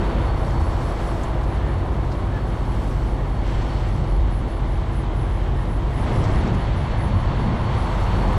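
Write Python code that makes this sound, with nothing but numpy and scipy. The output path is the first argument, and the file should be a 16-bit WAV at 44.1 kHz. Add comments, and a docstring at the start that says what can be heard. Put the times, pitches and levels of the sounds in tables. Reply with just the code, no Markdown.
"""Highway under an icy tree

Tyres roar and hiss as one car leaves and another arrives; a heavy exhaust booms in at six seconds.
Two idling engines beat against each other over a diesel, with a hum, faint whines and far squeaks.
Gusts drive ice-coated twigs into contact, so that they rustle, tick and tinkle,
and eddies of wind softly buffet the microphone."""
import sys
import numpy as np
from scipy import signal
from scipy.fft import rfft, irfft, next_fast_len
from scipy.io import wavfile
from scipy.ndimage import uniform_filter1d, map_coordinates

SR = 44100
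rng = np.random.default_rng(int(sys.argv[2]) if len(sys.argv) > 2 else 0)


def transcribe(u):
    """Save the signal u as a 16-bit wav file named by the first command-line argument.

    u: samples, shape (n,) or (channels, n), limited to [-1, 1]; the rate is SR.
    q: integer samples, one column per channel.
    """
    v = np.clip(np.atleast_2d(u).T, -1, 1)
    q = np.round(v * 32767).astype(np.int16)
    wavfile.write(sys.argv[1], SR, q)


N = 369538
TIME = np.arange(N) / SR
FFT_SIZE = next_fast_len(N, True)
BIN_HZ = np.maximum(np.arange(FFT_SIZE // 2 + 1) * SR / FFT_SIZE, 1)

# Spectra of the four parts of road noise: f/Hz, relative level/dB
RUMBLE_SPECTRUM = [(10, -26), (20, 0), (32, 0), (50, -1.5), (80, -1.5), (120, -3), (150, -6.5), (230, -23),
                   (500, -61)]
DRONE_SPECTRUM = [(90, -21), (150, -2), (200, -2), (255, -3.5), (290, -5.5), (360, -5), (450, -12.5),
                  (650, -23), (1500, -38)]
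ROAR_SPECTRUM = [(250, -18), (420, -1), (530, -0.5), (800, 0), (1030, -2.5), (1300, -7.5), (1600, -12.5),
                 (2300, -23.5), (5000, -53)]
HISS_SPECTRUM = [(900, -27), (1500, -1), (1800, 1.5), (2150, 1.5), (2450, -3.5), (3150, -2), (4100, -9),
                 (4800, -15.5), (6500, -20), (9000, -26.5), (11500, -33), (15000, -60)]
# Cars at closest approach: t/s, distance/m, roar/dB, hiss/dB, tread note/dB
CARS = [(.1, 36.6, -32, -45.5, -43), (8.1, 28.6, -32.5, -43.5, -33.5)]
# Surges of road noise carried by the air: start/s, hold/s, fall/s, drone/dB, roar/dB, hiss/dB
SURGES = [(-.15, 0.18, 0.2, -32.5, -36.5, -46.5), (.6, 0.33, 1, -53, -42, -47.5),
          (3.342, 0.19, 0.5, -55, -39.5, -44.5), (4.45, 1.5, .5, -53, -48, -54.5),
          (5.926, 0.21, 0.2, -30.5, -31, -50), (6.21, 0.11, 0.25, -29, -33.5, -44.5),
          (8.08, 0.17, .2, -31, -32, -59)]
# Exhaust harmonics of each engine: multiple of the cycle rate, relative level/dB
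SLOW_HARMONICS = [(3, -21), (4, -36), (5, -33.5), (7, -28), (9, -34.5), (10, -42), (12, -41), (16, -44.5)]
FAST_HARMONICS = [(2, -49), (3, -26), (4, -39), (7, -34), (10, -49), (14, -47), (15, -46)]
DIESEL_HARMONICS = [(17, -45), (18, -50), (23, -46.5), (29, -51.5), (35, -44), (37, -52.5), (38, -36),
                    (39, -49.5), (40, -49), (41, -49), (43, -44.5), (48, -52), (54, -51.5), (69, -56)]
# Spectrum of engine clatter: f/Hz, relative level/dB
CLATTER_SPECTRUM = [(100, 9), (170, 1.5), (260, 4.5), (430, -0.5), (800, -2), (1050, -1.5), (1400, -17.5),
                    (2500, -30)]
# Transmission of each engine through the air: t/s, gain/dB
SLOW_TRANSMISSION = [(0, -0.5), (.4, 1), (1.3, -5.5), (2.2, -3), (3, 0.5), (4.5, -1), (5.4, 1.5), (6.8, -9),
                     (8.38, 2)]
FAST_TRANSMISSION = [(0, 2), (.3, 4), (.8, -3), (1.5, 4), (3, 1.5), (4, 0), (5, -2), (6.1, 4), (8.38, -11)]
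# Envelope of the slow engine's second firing note: t/s, level/dB
OVERTONE_ENVELOPE = [(0, -28), (1.1, -33), (1.8, -24), (2.8, -31.5), (4.2, -33), (5.4, -28), (6.4, -40),
                     (8.38, -29.5)]
# Partials of the machine hum: f/Hz, initial level/dB
HUM_PARTIALS = [(182.6, -46.5), (243.8, -45.5), (259.5, -46), (519, -43), (670, -48.5), (1015, -49),
                (3726, -61)]
# Envelopes of the two whines: t/s, relative level/dB
LOWER_WHINE_ENVELOPE = [(0, -57), (.6, -56), (1.2, -60.5), (2.2, -63), (2.7, -61), (3.2, -63), (3.7, -56),
                        (4.4, -65), (5.5, -68), (6.3, -60), (6.9, -57), (7.5, -55), (8.38, -53.5)]
UPPER_WHINE_ENVELOPE = [(0, -71), (.5, -63), (1.1, -62), (1.6, -64), (2, -72), (2.5, -66), (3.1, -70),
                        (3.6, -71), (4.2, -62.5), (5.6, -63.5), (6.25, -58), (6.6, -64.5), (7, -60.5),
                        (7.5, -67), (7.9, -60), (8.38, -69)]
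# Spectra of the twigs' rustle and its finest sizzle: f/Hz, relative level/dB
RUSTLE_SPECTRUM = [(2000, -14), (4000, 6), (5600, 7.5), (7000, -4), (8000, 3.5), (9200, -18), (11000, -16),
                   (12500, -30), (15000, -30)]
SIZZLE_SPECTRUM = [(6000, -8), (8500, -6), (11000, -9), (12500, -13), (14000, -19), (15000, -22)]
# Sizzle between gusts: t/s, level/dB
CALM_SIZZLE = [(0, -64), (4.3, -66.5), (5.1, -67.5), (6.1, -64), (6.6, -82), (7.6, -81), (8.38, -69)]
# Gusts in the twigs: start/s, rise/s, hold/s, fall/s, rustle/dB, sizzle/dB
GUSTS = [(0.198, 0.48, 0.5, 0.18, -55, -61.5), (2.298, 0.49, 0.23, .35, -58.5, -64),
         (3.418, 0.05, .3, .56, -56, -85), (5.797, .35, 0.11, 0.39, -53.5, -73),
         (7.6, 0.35, 0.44, 0.2, -57, -61.5)]
# Single twig impacts: t/s, relative level/dB, f/Hz, 60 dB decay time/s
TWIG_IMPACTS = [(.507, -33, 4800, .035), (1.232, -35, 6760, 0.068), (1.432, -39, 6000, 0.043),
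                (1.55, -43, 6000, .03), (2.048, -41, 5500, .025), (2.116, -37, 4200, 0.13),
                (4.934, -44, 7000, .03), (6.239, -34, 5000, 0.1), (6.304, -46, 5500, .04),
                (6.474, -35, 5000, 0.046), (6.546, -37, 5500, 0.043), (8.332, -39, 7500, .05)]
# Soft low booms, mostly eddies at the microphone; the one at 1.85 s swells under the slow engine's note: t/s,
# f/Hz, level/dB
LOW_BOOMS = [(.65, 74, -23), (1.85, 79, -27), (3.1, 177, -35.5), (3.98, 114, -25.5), (4.22, 50, -20),
             (6.2, 80, -29), (6.48, 180, -26), (6.85, 98, -28), (7.15, 97, -21.5), (7.48, 184, -24.5),
             (8.22, 178, -27)]
# Far squeaks: t/s, f/Hz, level/dB, half-length/s, stage bandwidth/Hz
SQUEAKS = [(1.668, 1785, -45, 0.068, 320), (2.367, 1710, -42, 0.03, 130), (3.21, 1800, -46, .05, 260),
           (5.598, 1800, -46, .04, 240), (5.97, 1870, -43.5, 0.057, 360), (6.348, 1860, -39.5, .035, 340),
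           (6.99, 1920, -41, 0.055, 520)]
# Resonances of the truck's exhaust: f/Hz, stage bandwidth/Hz, relative level/dB
EXHAUST_RESONANCES = [(63.4, 58, 1.5), (101, 46, 1.5), (202.4, 42, -9.5)]


def undb(db):
    """Amplitude grows tenfold for every 20 dB."""
    return 10 ** (np.asarray(db) / 20)


def unit(x):
    """Normalisation to an rms of 1."""
    return x / np.sqrt(np.mean(x ** 2))


def envelope(table):
    """Gain by linear interpolation of level in time."""
    return undb(np.interp(TIME, *np.transpose(table)))


def swell(start, rise, hold, fall):
    """A trapezoidal envelope from 0 to 1 and back."""
    return np.interp(TIME, start + np.cumsum([0, rise, hold, fall]), [0, 1, 1, 0])


def power_sum(gains):
    """Incoherent sources add in power."""
    return np.sqrt(sum(g ** 2 for g in gains))


def wander(rate):
    """Low-pass filtered noise fluctuates smoothly, turning about `rate` times a second; rms 1."""
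    spectrum = rfft(rng.standard_normal(FFT_SIZE)) / (1 + (2 * BIN_HZ / rate) ** 4)
    return unit(irfft(spectrum, FFT_SIZE)[:N])


def colour(x, spectrum):
    """Filtering multiplies the spectrum of x by a gain curve; rms 1."""
    hz, db = np.transpose(spectrum)
    gain = undb(np.interp(np.log(BIN_HZ), np.log(hz), db, left=-90, right=-90))
    return unit(irfft(rfft(x, FFT_SIZE) * gain, FFT_SIZE)[:N])


def resonate(x, hz, width_hz):
    """Two equal resonators in cascade select a steep-sided band; rms 1."""
    b, a = signal.iirpeak(hz, hz / width_hz, fs=SR)
    return unit(signal.lfilter(b, a, signal.lfilter(b, a, x)))


def wash(spectrum, waver_db, waver_rate):
    """Refraction in moving air makes the noise of many far vehicles waver."""
    return colour(rng.standard_normal(N), spectrum) * undb(waver_db * wander(waver_rate))


def distance(nearest_s, nearest_m, speed_m_s=24.5):
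    """Range in metres of a car in uniform straight motion."""
    return np.hypot(nearest_m, speed_m_s * (TIME - nearest_s))


def traffic_gains(hiss_loss_db_per_m=3, surge_rise_s=0.15):
    """Far stream, truck, cars and surges add in power; the cars fade by spherical spreading."""
    rumble, drone, roar, hiss = [undb(-28.5)], [undb(-36)], [undb(-38)], [undb(-46.5)]  # far stream
    for part, truck_db in (rumble, -25.5), (roar, -43), (hiss, -43):
        part.append(undb(truck_db) * truck_presence())
    for s, nearest_m, roar_db, hiss_db, _ in CARS:
        r = distance(s, nearest_m)
        roar.append(undb(roar_db) * nearest_m / r)
        hiss.append(undb(hiss_db - hiss_loss_db_per_m * (r - nearest_m)) * nearest_m / r)
    for s, hold, fall, drone_db, roar_db, hiss_db in SURGES:
        surge = swell(s, surge_rise_s, hold, fall)
        drone.append(undb(drone_db) * surge)
        roar.append(undb(roar_db) * surge)
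        hiss.append(undb(hiss_db) * surge)
    return power_sum(rumble), power_sum(drone), power_sum(roar), power_sum(hiss)


def highway(rumble, drone, roar, hiss):
    """Superposition of broadband noise: exhausts rumble, bodies drone, treads roar and hiss."""
    return (rumble * wash(RUMBLE_SPECTRUM, waver_db=-0.2, waver_rate=3.9)
            + drone * wash(DRONE_SPECTRUM, waver_db=0.3, waver_rate=4.0)
            + roar * wash(ROAR_SPECTRUM, waver_db=0.18, waver_rate=31)
            + hiss * wash(HISS_SPECTRUM, waver_db=0.6, waver_rate=14))


def tread_note(hz=960, width_hz=480):
    """Horn effect: air pumped from a near car's treads sings in the gap between tyre and road."""
    gain = power_sum(undb(db) * (metres / distance(s, metres)) ** 2 for s, metres, _, _, db in CARS)
    return resonate(rng.standard_normal(N), hz, width_hz) * gain


def idle(cycle_hz, harmonics, clatter_db, hunt, uneven_db):
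    """Periodic firing gives exhaust harmonics and a repeating clatter; the speed hunts slightly."""
    cycles = np.cumsum(cycle_hz * (1 + hunt * wander(2.0))) / SR
    swells = [undb(uneven_db * wander(3.9)) for _ in range(3)]
    notes = sum(undb(db) * swells[i % 3] * np.sin(2 * np.pi * (round(order) * cycles + rng.random()))
                for i, (order, db) in enumerate(harmonics))
    pattern = rng.standard_normal(2048)
    clatter = map_coordinates(pattern, [cycles % 1 * len(pattern)], order=1, mode="grid-wrap")
    return notes + undb(clatter_db) * colour(clatter, CLATTER_SPECTRUM)


def engines(slow_hz=15.0, fast_hz=18.81, diesel_hz=8.748, diesel_fade_db_per_s=0.4):
    """Two engines' third harmonics beat at their difference, about 11 Hz, while a diesel churns."""
    slow = idle(slow_hz, SLOW_HARMONICS, clatter_db=-45, hunt=0.00092, uneven_db=1.0)
    fast = idle(fast_hz, FAST_HARMONICS, clatter_db=-45, hunt=0.00078, uneven_db=0.9)
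    diesel = idle(diesel_hz, DIESEL_HARMONICS, clatter_db=-40.5, hunt=0.0008, uneven_db=0.5)
    cycles = np.cumsum(slow_hz * (1 + 0.00084 * wander(3.0))) / SR
    overtone = np.sin(2 * np.pi * 6 * cycles)  # the slow engine's second firing note
    return (slow * envelope(SLOW_TRANSMISSION) + overtone * envelope(OVERTONE_ENVELOPE)
            + fast * envelope(FAST_TRANSMISSION) + diesel * undb(-diesel_fade_db_per_s * TIME))


def hum(drift=0.0009, fade_db_per_s=0.8):
    """Common frequency modulation: a machine's partials drift together as they slowly fade."""
    clock = np.cumsum(1 + drift * wander(2.65)) / SR
    return sum(undb(db - fade_db_per_s * TIME) * np.sin(2 * np.pi * hz * clock)
               for hz, db in HUM_PARTIALS)


def held_tone(hz=4388, drift_hz=9, tremble_hz=9, fade_db=2.0):
    """Random frequency and amplitude modulation make one tone tremble and fade in and out."""
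    phase = 2 * np.pi * np.cumsum(hz + drift_hz * wander(4.92) + tremble_hz * wander(60)) / SR
    return unit(np.sin(phase) * undb(fade_db * wander(11)))


def whine_band(hz, width_hz, warble_hz, flicker_db):
    """Quadrature modulation by noise spreads a warbling tone into a narrow, flickering band."""
    phase = 2 * np.pi * np.cumsum(hz + warble_hz * wander(40.26)) / SR
    band = wander(width_hz) * np.cos(phase) + wander(width_hz) * np.sin(phase)
    return unit(band * undb(flicker_db * wander(17)))


def twitter(bursts=42, chirps=8, hz=9900, burst_scatter_hz=95, scatter_hz=150, glide_hz_per_s=4000,
            half_s=0.012, stagger_s=0.026, burst_s=0.086, spread_db=1.3):
    """Linear chirps under Gaussian envelopes cluster in about five bursts a second."""
    out = np.zeros(N)
    age = TIME[:SR // 10] - TIME[SR // 20]
    window = np.exp(-(age / half_s) ** 2)
    burst_times = np.linspace(0, TIME[-1], bursts)
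    for s, (late, centre, strength) in zip(burst_times, rng.standard_normal((bursts, 3))):
        for when, (pitch, glide) in zip(np.linspace(-.5, .5, chirps), rng.standard_normal((chirps, 2))):
            start = int(np.clip((s + stagger_s * late + burst_s * when) * SR, 0, N - len(age)))
            chirp_hz = hz + burst_scatter_hz * centre + scatter_hz * pitch
            phase = 2 * np.pi * (chirp_hz * age + glide_hz_per_s * glide * age ** 2 / 2)
            out[start:start + len(age)] += undb(spread_db * strength) * np.sin(phase) * window
    return unit(out)


def whines():
    """A tone in a breathy band, a twitter blurred by scattering, and a faint band on top."""
    lower = undb(-4.5) * held_tone()
    lower += undb(-2.5) * whine_band(hz=4420, width_hz=210, warble_hz=24.9, flicker_db=0.6)
    chirps = twitter()
    bursts = unit(uniform_filter1d(np.abs(chirps), size=SR // 16))
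    scattered = bursts * whine_band(hz=9970, width_hz=580, warble_hz=49.6, flicker_db=1.5)
    top = whine_band(hz=14000, width_hz=550, warble_hz=60, flicker_db=4)
    upper = undb(-3.5) * chirps + undb(-3) * scattered + undb(-24) * top
    return lower * envelope(LOWER_WHINE_ENVELOPE) + upper * envelope(UPPER_WHINE_ENVELOPE)


def rustle(contacts_per_s=7000, calm_db=-63.5, spread_db=3.5, flutter_db=0.9):
    """Shot noise: countless contacts of icy twigs merge over a hiss of air, and gusts stir both."""
    stir, sizzle = [undb(calm_db)], [envelope(CALM_SIZZLE)]
    for s, rise, hold, fall, rustle_db, sizzle_db in GUSTS:
        gust = swell(s, rise, hold, fall)
        stir.append(undb(rustle_db) * gust)
        sizzle.append(undb(sizzle_db) * gust)
    contacts = (rng.random(N) < contacts_per_s / SR) * rng.standard_normal(N)
    contacts *= undb(spread_db * np.minimum(rng.exponential(size=N), 6))  # a few are much larger
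    air = rng.standard_normal(N)
    coarse = colour(unit(contacts) + air, RUSTLE_SPECTRUM) * power_sum(stir)
    fine = colour(rng.standard_normal(N), SIZZLE_SPECTRUM) * power_sum(sizzle)
    return (coarse + fine) * undb(flutter_db * wander(24))


def tinkles(per_gust=24, peak_db=-51.0, spread_db=1.0, low_hz=4300, high_hz=7800, t60=0.027):
    """Damped free vibration: each bit of ice rings at its own pitch, louder in a stronger gust."""
    out = np.zeros(N)
    age = TIME[:SR // 20]
    decay = np.exp(-np.log(1000) * age / t60)
    strongest_db = max(gust[4] for gust in GUSTS)
    for s, rise, hold, fall, rustle_db, _ in GUSTS:
        for when, pitch, size in rng.random((per_gust, 3)):
            start = int((s + rise / 2 + when * (rise / 2 + hold + fall / 2)) * SR) % N
            hz = low_hz + pitch * (high_hz - low_hz)
            db = peak_db + rustle_db - strongest_db + spread_db * np.log(size)
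            ring = np.sin(2 * np.pi * hz * age) * decay
            out[start:start + len(age)] += undb(db) * ring[:N - start]
    return out


def ticks(width_hz=3200, gain_db=-8, attack_s=0.0013):
    """Impact excitation: a twig knocks its neighbour, and the crackle decays exponentially."""
    out = np.zeros(N)
    age = TIME[:SR // 5]
    for s, db, hz, t60 in TWIG_IMPACTS:
        crackle = resonate(rng.standard_normal(len(age)), hz, width_hz)
        crackle *= np.minimum(age / attack_s, 1) * np.exp(-np.log(1000) * age / t60)
        start = int(s * SR)
        out[start:start + len(age)] += undb(db + gain_db) * crackle[:N - start]
    return out


def noise_pulse(s, hz, db, half_s, width_hz):
    """Band-limited noise swells and fades under a Gaussian envelope."""
    window = np.exp(-((TIME - s) / half_s) ** 2)
    return resonate(rng.standard_normal(N), hz, width_hz) * undb(db) * window


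def buffets(half_s=0.12, relative_width=0.56):
    """Turbulent pressure: eddies at the microphone make soft, low booms, and one low swell thickens the slow
    engine's note."""
    return sum(noise_pulse(s, hz, db, half_s, relative_width * hz) for s, hz, db in LOW_BOOMS)


def squeaks():
    """Multipath propagation blurs each far squeal into a narrow band of noise."""
    return sum(noise_pulse(*row) for row in SQUEAKS)


def truck_presence(start_s=5.9, rise_s=0.18):
    """A linear ramp from 0 to 1 brings the truck into earshot."""
    return np.clip((TIME - start_s) / rise_s, 0, 1)


def truck_exhaust(level_db=-23, waver_db=-1.0, waver_rate=5):
    """Forced resonance: uneven gas flow makes the exhaust boom in three broad bands."""
    flow = rng.standard_normal(N)
    boom = sum(undb(db) * resonate(np.roll(flow, k * SR), hz, width_hz)  # shifts decorrelate the bands
               for k, (hz, width_hz, db) in enumerate(EXHAUST_RESONANCES))
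    return unit(boom) * truck_presence() * undb(level_db + waver_db * wander(waver_rate))


def scene():
    """Superposition: the pressures of all sources add at one microphone."""
    road = highway(*traffic_gains()) + truck_exhaust() + tread_note()
    machines = engines() + hum() + whines() + squeaks()
    return (road + machines + rustle() + tinkles() + ticks() + buffets())[None]


def record(dry, ceiling=0.45, cutoff_hz=14700):
    """Soft saturation rounds the largest swings, and a low-pass filter cuts the top."""
    lowpass = signal.ellip(8, .2, 70, cutoff_hz, fs=SR, output="sos")
    return signal.sosfilt(lowpass, ceiling * np.tanh(dry / ceiling))


dry = scene()
out = record(dry)
transcribe(out)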